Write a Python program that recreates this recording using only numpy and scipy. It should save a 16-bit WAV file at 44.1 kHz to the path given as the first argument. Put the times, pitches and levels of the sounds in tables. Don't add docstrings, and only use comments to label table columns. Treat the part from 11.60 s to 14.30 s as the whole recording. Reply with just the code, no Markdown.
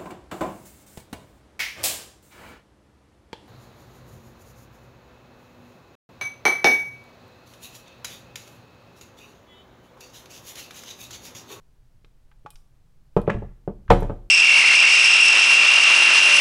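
import sys
import numpy as np
from scipy import signal
from scipy.fft import rfft, irfft
from scipy.io import wavfile

SR = 44100
rng = np.random.default_rng(int(sys.argv[2]) if len(sys.argv) > 2 else 0)


def wav_record(signal):
    frames = np.transpose(np.atleast_2d(signal))
    bounded = np.clip(frames, -1, 1)
    quanta = np.round(bounded * 32767).astype(np.int16)
    wavfile.write(sys.argv[1], SR, quanta)


N = 119070


def undb(db):
    return 10 ** (np.asarray(db) / 20)


def unit(x):
    return x / np.sqrt(np.mean(x ** 2))


def fade(t60):
    return np.exp(-np.log(1000) * np.arange(SR) / SR / max(t60, 1e-3))


def add(track, start_s, sound):
    i = int(start_s * SR)
    track[i:i + len(sound)] += sound[:N - i]


def along(points, hz):
    frequencies, values = np.array(points).T
    return np.interp(np.log(np.maximum(hz, 1)), np.log(frequencies), values)


def noise(spectrum, size):
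    hz = np.fft.rfftfreq(size, 1 / SR)
    phases = np.exp(2j * np.pi * rng.random(len(hz)))
    return unit(irfft(phases * undb(along(spectrum, hz)), size))


def band_noise(hz, width_hz, size):
    f = np.fft.rfftfreq(size, 1 / SR) + 1
    impedance = 1 + 1j * (f / hz - hz / f) * hz / width_hz
    return unit(irfft(rfft(rng.standard_normal(size)) / impedance, size))


def bandpass(x, hz, half_width_octaves):
    size = len(x)
    f = np.fft.rfftfreq(2 * size, 1 / SR) + 1
    detuning = np.log2(f / hz) / half_width_octaves
    cepstrum = irfft(-np.log(1 + detuning ** 2 + 10 * (detuning / 2) ** 4))
    cepstrum[1:size] *= 2
    cepstrum[size:] = 0
    return irfft(rfft(x, 2 * size) * np.exp(rfft(cepstrum)))[:size]


def soften(x, cutoff_hz):
    return signal.sosfilt(signal.butter(2, cutoff_hz, fs=SR, output="sos"), x)


def ring(modes, wide=False):
    t = np.arange(SR) / SR
    out = np.zeros(SR)
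    for k, (pitch_hz, level_db, t60_s) in enumerate(modes):
        sign = -1 if wide and k & 2 else 1
        out += sign * undb(level_db) * fade(t60_s) * np.sin(2 * np.pi * pitch_hz * t)
    return out


# frequency_hz, level_db
FLOOR_SPECTRUM = [(20, 0), (40, -8), (80, -18), (130, -17), (220, -31), (500, -36), (1000, -39.5),
                  (2000, -45), (5000, -48.5), (12000, -53)]
def background():
    floor = undb(-54) * noise(FLOOR_SPECTRUM, N)
    hum = undb(-67) * band_noise(hz=126, width_hz=18, size=N)
    return floor + hum


# frequency_hz, level_db
ROOM_SPECTRUM = [(40, -17), (180, 7), (480, -1.5), (1200, -0.5), (3000, 3.5), (7000, 9), (15000, 5.5)]
# frequency_hz, t60_s
ROOM_DECAY = [(60, 0.31), (300, 0.5), (800, 0.48), (2500, 0.44), (7000, 0.45), (15000, 0.55)]
def room(x):
    room_db, build_s, early_db, early_s = -8.5, 0.004, 3, 0.042
    t, hz = np.arange(SR) / SR, np.fft.rfftfreq(SR, 1 / SR)
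    spectrum = rfft(noise(ROOM_SPECTRUM, SR))
    response = np.zeros(SR)
    for band_hz, t60_s in ROOM_DECAY:
        band_share = along([(f, float(f == band_hz)) for f, _ in ROOM_DECAY], hz)
        response += irfft(spectrum * band_share, SR) * fade(t60_s)
    response *= 1 - np.exp(-t / build_s)
    response *= undb(early_db * np.exp(-(t / early_s) ** 4))
    response /= np.sqrt(np.sum(response ** 2))
    return undb(room_db) * signal.fftconvolve(x, response)[:N]


def shelves(x):
    out = np.zeros(N)
    add(out, start_s=0.006808, sound=undb(-12) * soften(x, cutoff_hz=1200))
    return out


# time_s, level_db
RUMBLE_ENVELOPE = [(1.5, -68), (1.6, -55), (1.95, -56), (2.25, -50), (2.7, -51.5)]
# start_s, thud_db, sway_db
HAND_BUMPS = [(0.4438, -50.5, -46), (0.851, -39.5, -67), (.942, -68, -35)]
def handling():
    hand_cutoff_hz, sway_hz, sway_t60_s = 280, 24, 0.25
    rumble = unit(bandpass(rng.standard_normal(N), hz=42, half_width_octaves=0.9))
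    out = rumble * undb(np.interp(np.arange(N) / SR, *np.array(RUMBLE_ENVELOPE).T))
    thud = soften(stock_ring(), hand_cutoff_hz)
    sway = soften(ring([(sway_hz, 0, sway_t60_s)]), 2 * sway_hz)
    for start_s, thud_db, sway_db in HAND_BUMPS:
        add(out, start_s, undb(thud_db) * thud + undb(sway_db) * sway)
    return out


# time_s, level_db
SCRAPE_ENVELOPE = [(1.668, -54), (1.683, -49), (1.705, -44.5), (1.742, -51), (1.765, -71.5), (1.822, -78)]
def scrape():
    catches_per_s = 1300
    time_s, level_db = np.array(SCRAPE_ENVELOPE).T
    catches = (rng.random(SR) < catches_per_s / SR) * rng.standard_normal(SR)
    friction = unit(bandpass(catches, hz=2300, half_width_octaves=0.44))
    envelope = undb(np.interp(time_s[0] + np.arange(SR) / SR, time_s, level_db, right=-np.inf))
    out = np.zeros(N)
    add(out, time_s[0], envelope * friction)
    return out


# pitch_hz, level_db, t60_s
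METAL_MODES = [(846, -5.5, 0.075), (900, 4, 0.013), (1130, -0.5, 0.024), (1224, -14, 0.041),
               (1593, -4.5, 0.047), (1700, -11, 0.07), (2016, -13, .06), (2467, -7.5, 0.16),
               (3050, -8.5, 0.067), (3430, -13.5, 0.035)]
# start_s, rattle_db, rattle_hz, tick_db, tick_hz, tick_t60_s, tick_half_width_octaves
METAL_CLICKS = [(0.4463, -56.5, 1240, -55.5, 2760, .029, .8), (.714, -50, 1200, -58, 2500, .038, .5),
                (.8615, -28.5, 954, -51.5, 2800, 0.041, 0.91),
                (.9044, -46, 3200, -43.5, 10500, 0.024, 0.61), (.9565, -57, 1460, -47.5, 4000, .029, 0.74),
                (1.5653, -35.5, 2690, -52, 2980, .06, 0.82), (1.572, -62, 2000, -54, 7000, 0.058, .7),
                (1.6168, -51, 3040, -49.5, 9050, .011, 0.6), (1.6975, -21, 1438, -47, 2770, 0.073, 0.58),
                (1.701, -20.5, 1420, -44.5, 6260, 0.026, .5), (2.28, -39, 1420, -55.5, 2300, .06, .45),
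                (2.3033, -25, 1700, -28.5, 4340, 0.036, .9), (2.312, -28.5, 1494, -41, 8000, 0.071, 0.77),
                (2.404, -48.5, 2000, -50.5, 11100, .06, .5), (2.4288, -36, 1550, -49.5, 6000, .022, .65)]
def fittings():
    rattle_octaves, rattle_t60_s, clatter_db = 0.65, 0.039, -5
    out, size = np.zeros(N), SR // 4
    metal = ring(METAL_MODES)[:size]
    for start_s, rattle_db, rattle_hz, tick_db, tick_hz, tick_t60_s, tick_octaves in METAL_CLICKS:
        clatter_noise, tick_noise = rng.standard_normal((2, size))
        clatter = unit(bandpass(clatter_noise, rattle_hz, rattle_octaves)) * fade(rattle_t60_s)[:size]
        rattle = undb(clatter_db) * clatter + bandpass(metal, rattle_hz, rattle_octaves) / 2
        tick = unit(bandpass(tick_noise, tick_hz, tick_octaves)) * fade(tick_t60_s)[:size]
        add(out, start_s, undb(rattle_db) * rattle + undb(tick_db) * tick)
    return out


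# pitch_hz, level_db, t60_s
LEG_MODES = [(32.22, -0.5, 0.74), (53.4, -6, 0.36), (79.5, 3, 0.24), (108.47, -5, 0.57), (126.6, -6, 0.34)]
def table_shake():
    return ring(LEG_MODES, wide=True)


# pitch_hz, level_db, t60_s
TOP_MODES = [(184.9, -10, 0.26), (273.7, -16.5, 0.31), (353, -15.5, 0.59), (477, 3, 0.11),
             (550, -10.5, 0.21), (607, -8, 0.073), (673, -22, 0.052), (727.5, -8, 0.16),
             (783.6, -1.5, 0.12), (881, -3, 0.079), (1011.6, -0.5, 0.028), (1190, -14.5, 0.15),
             (1345, -26.5, 0.17)]
def top_ring():
    return ring(TOP_MODES, wide=True)


# pitch_hz, level_db, t60_s
STOCK_MODES = [(172.8, -11, 0.14), (380, -4.5, 0.054), (433.2, -3.5, 0.063), (471.5, -3, 0.097),
               (552.7, -9.5, 0.088), (591, -10, 0.09), (707, -10, .045), (802, -27, 0.12),
               (1162, -11.5, .055)]
def stock_ring():
    return ring(STOCK_MODES)


def thump():
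    start_hz, end_hz, rise_s = 163, 228, 0.024
    t = np.arange(SR) / SR
    pitch_hz = end_hz + (start_hz - end_hz) * np.exp(-t / rise_s)
    return fade(t60=0.16) * np.sin(2 * np.pi * np.cumsum(pitch_hz) / SR)


# frequency_hz, level_db
CRACK_SPECTRUM = [(100, -1.5), (300, 1), (800, 2.5), (1300, -1.5), (2000, -10.5), (3000, -9.5), (4500, -15),
                  (8000, -36), (15000, -30)]
def wood_crack():
    return noise(CRACK_SPECTRUM, SR) * fade(t60=0.12)


# start_s, stock_db, top_db, shake_db, crack_db, contact_cutoff_hz, thump_db
TABLE_BLOWS = [(1.5659, -10, -39, -27.5, -15, 830, -14), (1.6775, -14, -37.5, -33.5, -18, 820, -15.5),
               (1.696, -25, -31, -41, -25, 1300, -19.5), (1.7432, -23.5, -41, -26, -17.5, 310, -26.5),
               (1.762, -43, -47, -30, -34, 300, -26), (1.8217, -31, -42, -32, -30, 500, -37.5),
               (2.0766, -19.5, -44.5, -37.5, -24, 520, -23), (2.288, -34, -50, -12.5, -47.5, 45, -63.5),
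               (2.303, -16.5, -4, -15, -7.5, 2300, -29.5), (2.4228, -19, -31.5, -31.5, -21, 650, -31.5),
               (2.497, -23.5, -33.5, -33, -23.5, 780, -29), (2.556, -42, -65, -40.5, -50, 693, -53.5)]
def knocks():
    radiation_cutoff_hz = 138
    radiation = signal.butter(2, radiation_cutoff_hz, "high", fs=SR, output="sos")
    stock = signal.sosfilt(radiation, stock_ring())
    top, shake, bend = top_ring(), table_shake(), thump()
    out = np.zeros(N)
    for start_s, stock_db, top_db, shake_db, crack_db, contact_cutoff_hz, thump_db in TABLE_BLOWS:
        rifle = undb(stock_db) * stock + undb(thump_db) * bend
        table = undb(top_db) * top + undb(shake_db) * shake
        crack = undb(crack_db) * wood_crack()
        add(out, start_s, soften(rifle + table + crack, contact_cutoff_hz))
    return out


def scene():
    direct = knocks() + fittings() + scrape() + handling()
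    return (direct + shelves(direct) + room(direct) + background())[None]


def record(dry):
    clip_level, band_edge_hz = 0.97, 15900
    clipped = dry / (1 + (dry / clip_level) ** 8) ** (1 / 8)
    dulled = soften(clipped, cutoff_hz=14700)
    band_limit = signal.ellip(8, 0.2, 70, band_edge_hz, fs=SR, output="sos")
    return signal.sosfilt(band_limit, dulled)


dry = scene()
out = record(dry)
wav_record(out)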